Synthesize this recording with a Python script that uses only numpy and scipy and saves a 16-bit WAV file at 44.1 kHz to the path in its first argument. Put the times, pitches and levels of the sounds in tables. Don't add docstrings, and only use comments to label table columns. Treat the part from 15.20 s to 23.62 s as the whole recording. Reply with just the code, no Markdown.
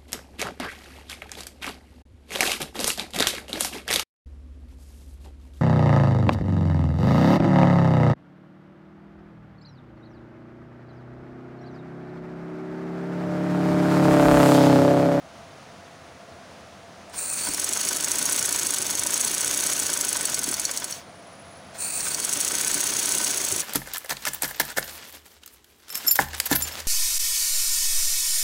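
import sys
import numpy as np
from scipy import signal
from scipy.io import wavfile
from scipy.ndimage import uniform_filter1d

SR = 44100
rng = np.random.default_rng(int(sys.argv[2]) if len(sys.argv) > 2 else 0)


def write(x):
    x = np.atleast_2d(x).T
    wavfile.write(sys.argv[1], SR, np.round(np.clip(x, -1, 1) * 32767).astype(np.int16))


N = 371322
TIME = np.arange(N) / SR
HZ = np.fft.rfftfreq(8192, 1 / SR)


def amp(db):
    return 10 ** (np.asarray(db) / 20)


def unit(x):
    return x / np.sqrt(np.mean(x ** 2) + 1e-20)


def read(points, hz):
    f, value = np.transpose(points)
    return np.interp(np.log(hz + 1), np.log(f + 1), value)


def level(curve):
    s, db = np.transpose(curve)
    return np.interp(TIME, s, amp(db), 0, 0)


def ringing(modes):
    power = sum(amp(db) ** 2 / (1 + (2 * (HZ - hz) / width) ** 2) for hz, width, db in modes)
    return np.sqrt(power)


def colour(x, gain):
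    log_gain = np.log(np.maximum(gain / gain.max(), 1e-5))
    circle = np.concatenate([log_gain, log_gain[-2:0:-1]])
    spectrum = np.exp(np.conj(signal.hilbert(circle)))
    response = np.fft.ifft(spectrum).real[:len(HZ)]
    return signal.oaconvolve(x, response / np.linalg.norm(response))[:N]


def grit(per_s, spread_db):
    size = amp(spread_db * np.minimum(rng.exponential(1, N), 4))
    sign = rng.choice([-1, 1], N)
    struck = rng.random(N) < per_s / SR
    return unit(size * sign * struck)


def pulses(times, gains):
    hits = np.zeros(N)
    at = np.clip(np.round(times * SR).astype(int), 0, N - 1)
    np.add.at(hits, at, gains * np.sqrt(.005 * SR))
    return hits


def blows(times, gains, rise, decay, abrupt=1):
    hits = pulses(times, gains) ** 2
    t = TIME[:len(HZ)]
    power = ((1 - np.exp(-t / rise)) * np.exp(-(t / decay) ** abrupt)) ** 2
    power /= power.sum()
    return np.sqrt(np.maximum(signal.oaconvolve(hits, power)[:N], 0))


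def fuzzy_tone(hz, width_hz):
    r = np.exp(-np.pi * width_hz / SR)
    noise = rng.standard_normal(N) + 1j * rng.standard_normal(N)
    fuzz = signal.lfilter([1], np.poly([r, r]), noise)
    carrier = np.exp(2j * np.pi * np.cumsum(hz * np.ones(N)) / SR)
    return unit((fuzz * carrier).real)


# (frequency [Hz], relative density [dB per Hz])
AIR_SPECTRUM = [(20, -35), (45, -29), (85, -12), (190, -6.5), (390, -13), (650, -7), (900, -12.5),
                (1250, -13), (2500, -20), (4200, -23.5), (6400, -25.5), (8000, -33), (9800, -31.5),
                (12000, -43.5), (15200, -44)]


def air():
    hollows = [(135, 14.6, 0.0), (194.3, 17, 0.5), (521, 43, -1.0), (680.6, 49, 4.0)]
    sway_db = 0.5 * unit(uniform_filter1d(rng.standard_normal(N), size=4000))
    wash = amp(-46) * colour(rng.standard_normal(N), amp(read(AIR_SPECTRUM, HZ)))
    drone = amp(-52.5) * colour(rng.standard_normal(N), ringing(hollows) ** 2)
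    return (wash + drone) * amp(sway_db)


def hum():
    return amp(-60) * fuzzy_tone(89.3, width_hz=29)


# (time [s], belt slip length [s], release time [s], slipping hiss level [dB],
# running hiss level [dB]); the second release lies beyond the end
PEDAL_PRESSES = [(1.89, 0.4, 5.8, -28.5, -68), (6.517, 0.36, 9.5, -27.5, -40)]


def pedal(attack_s, steepness):
    slip_fade_s, release_s = 0.08, 0.025
    gain = np.zeros(N)
    for start, slip_s, release, slip_db, run_db in PEDAL_PRESSES:
        attack = np.clip((TIME - start) / attack_s, 0, 1) ** steepness
        slip = np.exp(-np.maximum(TIME - start - slip_s, 0) / slip_fade_s)
        held = np.exp(-np.maximum(TIME - release, 0) / release_s)
        gain += attack * held * (slip * amp(slip_db) + (1 - slip) * amp(run_db))
    return gain


# (frequency [Hz], relative density [dB per Hz])
HISS_SPECTRUM = [(300, -17), (1500, -13.5), (2100, -17.5), (2550, -8), (3200, -30), (4050, -10.5),
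                 (5000, -18.5), (7300, -4), (8000, -4), (8900, 4), (10300, -13), (12400, -36), (15200, -10)]


def motor():
    flutter_db = 1.9 * unit(uniform_filter1d(rng.standard_normal(N), size=260))
    ease_db = -4 * np.exp(-((cycle() % 1 - .2) / 0.051) ** 2)
    grains = grit(per_s=4500, spread_db=1.6) * amp(flutter_db + ease_db)
    hiss = amp(read(HISS_SPECTRUM, HZ))
    bright = colour(grains * pedal(attack_s=0.095, steepness=4.1), hiss)
    early_grains = grit(per_s=2500, spread_db=3.5) * pedal(attack_s=0.07, steepness=1.1)
    dull = colour(early_grains, hiss / np.hypot(1, (HZ / 4500) ** 2))
    return bright + amp(-17.5) * dull


# (frequency [Hz], width [Hz], relative level [dB]), before sharpening
STEEL_MODES = [(4470, 170, -10), (5700, 380, -6.5), (6320, 670, -3), (6570, 220, 1), (7010, 270, -3.5),
               (7770, 216, 3), (8020, 220, -2), (8500, 86, 1.5), (8850, 280, -1), (9400, 190, 4.5),
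               (10170, 670, -3), (11340, 340, -5), (13200, 160, 1.5), (15100, 500, -10), (15300, 500, -11)]
# (frequency [Hz], relative level [dB])
STEEL_TILT = [(100, -31), (2000, -1), (4000, 2), (5500, -1), (12000, -2), (16000, -3.5)]


def steel(sharpness=1.26):
    return ringing(STEEL_MODES) ** sharpness * amp(read(STEEL_TILT, HZ))


def light_steel():
    return steel() * HZ / (HZ + 12000)


# (time [s], level [dB])
LOOSE_TICKS = [(1.896, -51), (5.271, -27), (5.312, -24), (5.565, -34), (5.708, -28.5), (6.604, -35),
               (6.763, -32)]


def loose_ticks():
    s, db = np.transpose(LOOSE_TICKS)
    envelope = blows(s, amp(db), rise=.0006, decay=0.0056)
    return colour(envelope * rng.standard_normal(N), light_steel())


# (time [s], level [dB])
DRIVE_KNOCKS = [(1.933, -32.5), (6.545, -36.5), (6.622, -55)]
# (middle time [s], length [s], level [dB before stutter trim])
RUBBING_SQUEAKS = [(2.044, 0.15, -47), (2.25, 0.18, -39.5), (6.706, 0.17, -42), (6.914, 0.019, -32),
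                   (7.027, .025, -35)]


def take_up():
    s, db = np.transpose(DRIVE_KNOCKS)
    knocks = blows(s, amp(db), rise=0.005, decay=0.027) * rng.standard_normal(N)
    sing = sum(amp(db) / (1 + ((TIME - middle) / (length / 2)) ** 8) for middle, length, db in RUBBING_SQUEAKS)
    stutter_db = 2.5 * unit(uniform_filter1d(rng.standard_normal(N), size=400)) - 1.5
    flat = sum((TIME >= start) * np.exp(-abs(TIME - start) / 0.085) for start, *_ in PEDAL_PRESSES)
    note = fuzzy_tone(4525 - 450 * flat, width_hz=330)
    return colour(knocks, ringing(BODY_MODES) ** .5) + note * sing * amp(stutter_db)


FULL_SPEED = 15
# (time [s], speed [stitches per s])
SHAFT_SPEED = [
    [(2.05, 5.73), (2.24, 6.66), (2.38, 9.75), (2.61, 13.1), (2.76, 12.71), (3.22, 15.58), (3.5, 13.15),
     (3.76, 11.28), (3.85, 13.77), (4.19, 15.2), (4.48, 15.99), (4.89, 12.58), (5.3, 9.71), (5.57, 7.88),
     (5.75, 4.98), (5.885, 0)],
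    [(6.68, 8.63), (6.86, 6.28), (6.99, 9.75), (7.16, 12.84), (7.43, 16.21), (7.5, 14.86), (7.65, 15.91),
     (7.97, 16.37), (8.43, 11.94)],
]


def shaft():
    take_up_s = 0.13
    speed = sum(np.interp(TIME, *np.transpose(run), 0, 0) for run in SHAFT_SPEED)
    gate = np.zeros(N)
    for run in SHAFT_SPEED:
        start, end = run[0][0], run[-1][0]
        gate += np.clip((TIME - start) / take_up_s, 0, 1) ** 2 * (TIME < end)
    return speed, gate


def half_turns(run):
    return 2 * np.cumsum(np.interp(TIME, *np.transpose(run), 0, 0)) / SR


def cycle():
    place = np.zeros(N)
    for run in SHAFT_SPEED:
        place = np.where(TIME >= run[0][0], half_turns(run), place)
    return (place - 1) % 2


def with_speed(db, power, stall):
    speed, gate = shaft()
    return gate * amp(db) * (speed / FULL_SPEED) ** power * speed ** 4 / (speed ** 4 + stall ** 4)


# (clack level [dB], leading tick level [dB], linkage knock level [dB], plate ring level [dB])
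SWING_LEVELS = [(-23.5, -39, -31.5, -47), (-23.5, -21, -35, -31.5)]
# (time [s], added level [dB])
STRIKING_FORCE = [(2.21, -15), (2.65, -3), (3.12, 2.5), (3.65, 0), (4.02, 0.5), (4.5, 0), (5.1, 3),
                  (6.74, -16), (6.95, -1), (7.55, 0.5), (7.72, -2), (7.92, 1), (8.17, -3), (8.42, -4)]
# (time [s], clack level [dB], leading tick level [dB], plate ring level [dB])
SINGLE_STROKES = [(2.1338, -28, -37.0, -47), (2.288, -27, -38, -34.0), (2.345, -25.0, -26.0, -28),
                  (2.397, -20, -44, -38.0), (2.443, -19.5, -33.0, -36), (2.491, -23.0, -40.0, -40),
                  (2.5333, -21.0, -25.0, -29), (2.573, -24.0, -27.0, -38.0), (2.6126, -23.5, -27.0, -30.0),
                  (2.6508, -23, -31.0, -34.0), (2.6877, -21.0, -24.0, -27), (2.7294, -23.5, -33.0, -40),
                  (2.768, -21, -24, -40), (2.8446, -18.5, -27.0, -31), (2.916, -19.5, -26, -35),
                  (2.9909, -25, -19, -39), (3.1288, -20, -18, -31.0), (3.193, -21, -21.0, -31.0),
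                  (3.2583, -21, -22, -28.0), (3.2911, -21, -37.0, -38.0), (3.3256, -19.5, -26.0, -30),
                  (3.4686, -21, -25.0, -33), (3.5442, -21.5, -22.0, -26), (3.624, -22.5, -25.0, -30),
                  (3.6663, -23, -39.0, -38.0), (3.7526, -23, -35.0, -38.0), (3.7944, -21.5, -27.0, -31.0),
                  (3.8352, -22, -39.0, -38.0), (3.9411, -20.5, -24, -24), (3.9768, -23, -36.0, -38.0),
                  (4.011, -20, -19, -33), (4.0478, -19.5, -32.0, -32.0), (4.278, -21, -23.0, -37.0),
                  (4.3115, -23, -36.0, -33.0), (4.3451, -21, -23, -38.0), (4.5981, -20, -23, -35.0),
                  (4.6656, -22.5, -25, -32.0), (4.811, -19, -26, -31), (4.849, -21.5, -30.0, -38.0),
                  (4.8898, -22, -23, -40), (4.929, -21, -40.0, -33.0), (4.9688, -21, -23.0, -38),
                  (5.0105, -23.5, -41.0, -41), (5.054, -19, -32.0, -28), (5.098, -23.5, -39.0, -38.0),
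                  (5.144, -19, -31.0, -26), (5.191, -22.5, -31, -34.0), (5.241, -22, -25, -29),
                  (5.289, -23, -32, -32), (5.3408, -23, -26.0, -22.5), (5.3972, -21.5, -42.0, -31),
                  (5.452, -20.5, -30.0, -20), (5.513, -24.5, -46.0, -42), (5.5737, -23, -31, -26),
                  (5.643, -22.5, -42.0, -36), (5.724, -35, -40.0, -28), (6.805, -31, -37.0, -27.5),
                  (6.884, -31.0, -35.0, -38.0), (6.9457, -21.5, -31.0, -25), (7.0, -24, -31, -38.0),
                  (7.0484, -21, -27.0, -29), (7.093, -24.5, -38.0, -37.0), (7.1344, -19.5, -21, -34),
                  (7.172, -23.5, -35.0, -38.0), (7.21, -19.5, -22, -33.0), (7.248, -22, -39.0, -44),
                  (7.411, -19.5, -32.0, -33.0), (7.514, -22, -39.0, -37.0), (7.5484, -23, -16.5, -38.0),
                  (7.5786, -26, -39.0, -38.0), (7.6106, -20, -19, -33.0), (7.64, -23, -34, -40),
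                  (7.857, -20.5, -33.0, -35), (7.891, -20, -29, -34.0), (7.9209, -20, -24.0, -32.0),
                  (7.9507, -21, -32, -38.0), (8.0452, -19.5, -23.0, -38.0), (8.215, -26, -39.0, -33.0),
                  (8.249, -22.0, -25.0, -36.0), (8.2857, -22.5, -39.0, -36.0), (8.3231, -22, -22, -31.0),
                  (8.362, -22, -32, -34.0), (8.4026, -21.5, -22, -40)]


def swings():
    times, kinds = [], []
    for run in SHAFT_SPEED:
        at = np.flatnonzero(np.diff(np.floor(half_turns(run))))
        times.extend(TIME[at])
        kinds.extend(np.arange(len(at)) % 2)
    s = np.array(times)
    db = np.array(SWING_LEVELS)[kinds] + np.interp(s, *np.transpose(STRIKING_FORCE))[:, None]
    spread_db = [1.1, 2.5, 1.5, 1.5]
    db = db + rng.standard_normal(db.shape).clip(-2, 2) * spread_db
    for at, *levels in SINGLE_STROKES:
        nearest = np.argmin(abs(s - at))
        s[nearest] = at
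        db[nearest, [0, 1, 3]] = levels
    length = .5 / np.interp(s, TIME, shaft()[0])
    return s, length, np.array(kinds), *db.T


# (time [s], level [dB], before the mix of thud and chatter)
CLEAR_KNOCKS = [(2.27, -28.5), (2.38, -29.5), (2.427, -34), (2.475, -30.5), (2.562, -26.5), (2.709, -29.5),
                (3.089, -27), (3.346, -29.5), (3.695, -28.0), (4.235, -30), (4.305, -28.5), (4.692, -27.0),
                (4.762, -30.5), (4.954, -26.5), (5.325, -28.5), (5.378, -31.5), (5.492, -29.0),
                (5.62, -30.5), (6.867, -29.5), (6.982, -33), (7.034, -36), (7.077, -35), (7.307, -28.5),
                (7.501, -32), (8.001, -27), (8.2, -33)]
# (frequency [Hz], width [Hz], relative level [dB]), before sharpening
BODY_MODES = [(595, 63, -2), (700, 60, -24.5), (962, 170, -1), (1270, 220, -7), (1503, 81, 2.5),
              (1800, 950, -4.5), (2230, 100, -4.5), (2960, 270, -27), (3410, 220, -2.5), (5200, 950, -2.5)]


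def linkage(s, length, forward, knock_db):
    clear_s, clear_db = np.transpose(CLEAR_KNOCKS)
    due = s - .002 - .3 * length
    ordinary = abs(due[:, None] - clear_s).min(1) > .4 * length
    first = blows(due, ordinary * amp(knock_db), rise=0.002, decay=0.006)
    second_gain = (1 - forward) * amp(knock_db + 1)
    second = blows(s - .003 - .12 * length, second_gain, rise=0.0073, decay=0.013)
    clear = blows(clear_s - .002, amp(clear_db + 0.5), rise=0.0027, decay=0.01)
    knock = np.hypot(np.hypot(first, second) * with_speed(db=-2.5, power=0.22, stall=3), clear)
    thud = pulses(due + 0.002006, ordinary * amp(knock_db)) * with_speed(db=-2.5, power=.2, stall=3)
    thud = thud + pulses(clear_s + 0.002005, amp(clear_db))
    force = .7 * thud + .72 * knock * grit(per_s=9000, spread_db=1.8)

    rest_db = 1 - 5 * np.exp(-((cycle() % 1 - .28) / .2) ** 2)
    bearings = with_speed(db=-37, power=0.87, stall=1.7) * amp(rest_db)
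    strain = amp(-23) * pedal(attack_s=0.056, steepness=0.81)
    grind = np.hypot(bearings, strain) * grit(per_s=2200, spread_db=2.2)
    body = ringing(BODY_MODES)
    return colour(force, body ** 1.68) + colour(grind, body ** 0.76 / np.hypot(1, HZ / 5000))


def needle(s, length, forward, clack_db, tick_db):
    lag, phase = rng.standard_normal((len(s), 2)).T
    clack = blows(s - .0004, amp(clack_db + 2.3), rise=0.0002, decay=0.0034, abrupt=1.35)
    tick = blows(s - 0.142 * length - .001, amp(tick_db), rise=0.00037, decay=0.0016)
    rebound_gain = amp(clack_db - 11 + 1.7 * forward)
    rebound = blows(s + 0.005 + 0.00069 * lag, rebound_gain, rise=.0004, decay=0.0016)
    feed_s = s - length * (0.573 + 0.059 * phase)
    feed = blows(feed_s, amp(clack_db - 8.5), rise=0.00093, decay=0.0032)
    heavy = np.hypot(clack, rebound) * rng.standard_normal(N)
    light = np.hypot(tick, feed) * rng.standard_normal(N)
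    return colour(heavy, steel()) + colour(light, light_steel())


# (frequency [Hz], width [Hz], relative level [dB]), before sharpening
PLATE_MODES = [(4430, 130, -3), (5650, 300, -4.5), (6170, 200, -7.5)]


def plate(s, plate_db):
    impact = pulses(s + 0.000991, amp(plate_db - 2.5))
    chatter = blows(s, amp(plate_db - 5), rise=.0004, decay=0.0043) * rng.standard_normal(N)
    return colour(impact + chatter, ringing(PLATE_MODES) ** 1.24)


def ping(s, forward, clack_db):
    impact = pulses(s + 0.001502, forward * amp(clack_db - 10))
    return colour(impact, ringing([(5720, 300, 0)]) ** 1.5)


def shuttle(s):
    angle = np.interp(TIME, s, np.arange(len(s))) % 1
    rest_db = -6 * np.exp(-((angle - .28) / .13) ** 2)
    at = np.flatnonzero(rng.random(N) < 240 / SR) / SR
    joint_gain = amp(2.4 * rng.standard_normal(len(at)))
    rattle = unit(blows(at, joint_gain, rise=0.0003, decay=0.0089))
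    looseness = 0.67 * rattle * shaft()[0] / FULL_SPEED + 0.41
    sliding = grit(per_s=12000, spread_db=0.5) * with_speed(db=-28.5, power=0.5, stall=3.5)
    force = looseness * amp(rest_db) * sliding
    # (frequency [Hz], relative level [dB])
    softer = [(3000, 14.5), (5000, 5.5), (6300, 5.5), (7700, -1), (9400, -1.5), (11000, 0.5), (15000, 4.0)]
    return colour(force, steel(sharpness=1) * amp(read(softer, HZ)))


# (frequency [Hz], width [Hz], relative level [dB])
WOOD_MAIN = (292, 85, -2)
# (frequency [Hz], width [Hz], relative level [dB])
WOOD_MODES = [(50, 63, -29), (124, 8.6, -5.5), (217, 33, -31), (365, 18, -4.5), (396, 32, -5),
              (477, 29, -4.5)]
# (swings after the backward clack, width [swings], added level [dB])
TABLE_SHAKES = [(0.35, 0.18, 3.5), (1.89, 0.2, 5), (0.72, .12, 2)]
# (time [s], deep push level [dB], ring of the wood level [dB])
TABLE_BUMPS = [(2.285, -36, -31), (3.2, -41, -45), (3.597, -55, -30), (3.791, -34, -40), (5.275, -57, -31),
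               (5.3, -57, -33.5), (7.55, -37, -37), (8.01, -49, -32), (8.32, -36, -34)]


def table():
    place = cycle()
    shake_db = 0
    for at, width, db in TABLE_SHAKES:
        distance = (place - at + 1) % 2 - 1
        shake_db = shake_db + db * np.exp(-(distance / width) ** 2)
    shaking = grit(per_s=700, spread_db=2.0) * with_speed(db=-45.5, power=0.34, stall=6.6) * amp(shake_db)
    s, push_db, ring_db = np.transpose(TABLE_BUMPS)
    bump = blows(s, amp(ring_db), rise=0.0022, decay=0.0085) * rng.standard_normal(N)
    wood = ringing([WOOD_MAIN] + WOOD_MODES) * (HZ / np.hypot(HZ, 70)) ** 2 / np.hypot(1, HZ / 900)
    push = blows(s, amp(push_db), rise=0.0033, decay=0.0053) * rng.standard_normal(N)
    deep = ringing([(100, 240, 0)]) ** 2 * (HZ / np.hypot(HZ, 55)) ** 2
    return colour(shaking + bump, wood) + colour(push, deep)


# (time [s], level [dB])
REST_WHISTLE = [(5.72, -72), (5.82, -64), (6.05, -62), (6.3, -60), (6.45, -62), (6.56, -70)]


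def whistle():
    top_hz, climb_hz, climb_s = 10170, 950, .37
    since = np.maximum(TIME - REST_WHISTLE[0][0], 0)
    hz = top_hz - climb_hz * np.exp(-since / climb_s)
    line = fuzzy_tone(hz, width_hz=70)
    haze = amp(-7) * fuzzy_tone(hz, width_hz=630)
    return (line + haze) * level(REST_WHISTLE)


# (frequency [Hz], time to fall by 60 dB [s])
ROOM_DECAY = [(200, 0.23), (1500, 0.13), (6000, 0.093), (15000, 0.05)]


def room(x):
    t = TIME[:SR // 2]
    taps = rng.standard_normal(len(t)) * (rng.random(len(t)) < 3000 / SR) * (t > .005)
    hz, at, z = signal.stft(taps, SR, nperseg=256)
    decay = amp(-60 * at / read(ROOM_DECAY, hz)[:, None])
    tail = signal.istft(z * decay, SR, nperseg=256)[1]
    return signal.oaconvolve(x, tail / np.linalg.norm(tail))[:N]


def scene():
    s, length, forward, clack_db, tick_db, knock_db, plate_db = swings()
    machine = motor() + loose_ticks() + take_up()
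    machine += linkage(s, length, forward, knock_db)
    machine += needle(s, length, forward, clack_db, tick_db)
    machine += plate(s, plate_db) + ping(s, forward, clack_db)
    machine += shuttle(s) + table()
    return (air() + hum() + machine + amp(-13.5) * room(machine) + whistle())[None]


# (frequency [Hz], relative level [dB])
MICROPHONE_PORT = [(11500, -1), (12500, -3), (13100, -13), (14400, 2), (15000, 1)]


def record(dry, threshold_db=-25, recovery_db_per_s=170, squeeze=0.18, ceiling_db=-4):
    x = colour(dry[0], amp(read(MICROPHONE_PORT, HZ)))
    power = signal.lfilter([1 / 100], [1, -99 / 100], x ** 2)
    power_db = 10 * np.log10(power + 1e-12)
    fall = TIME * recovery_db_per_s
    peak_db = np.maximum.accumulate(squeeze * (power_db - threshold_db) + fall)
    over_db = np.maximum(peak_db - fall, 0)
    x = amp(ceiling_db) * np.tanh(x * amp(-over_db - ceiling_db))
    low_pass = signal.firwin(401, 15900, window=("kaiser", 8), fs=SR)
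    return signal.oaconvolve(x, low_pass, "same")[None]


dry = scene()
out = record(dry)
write(out)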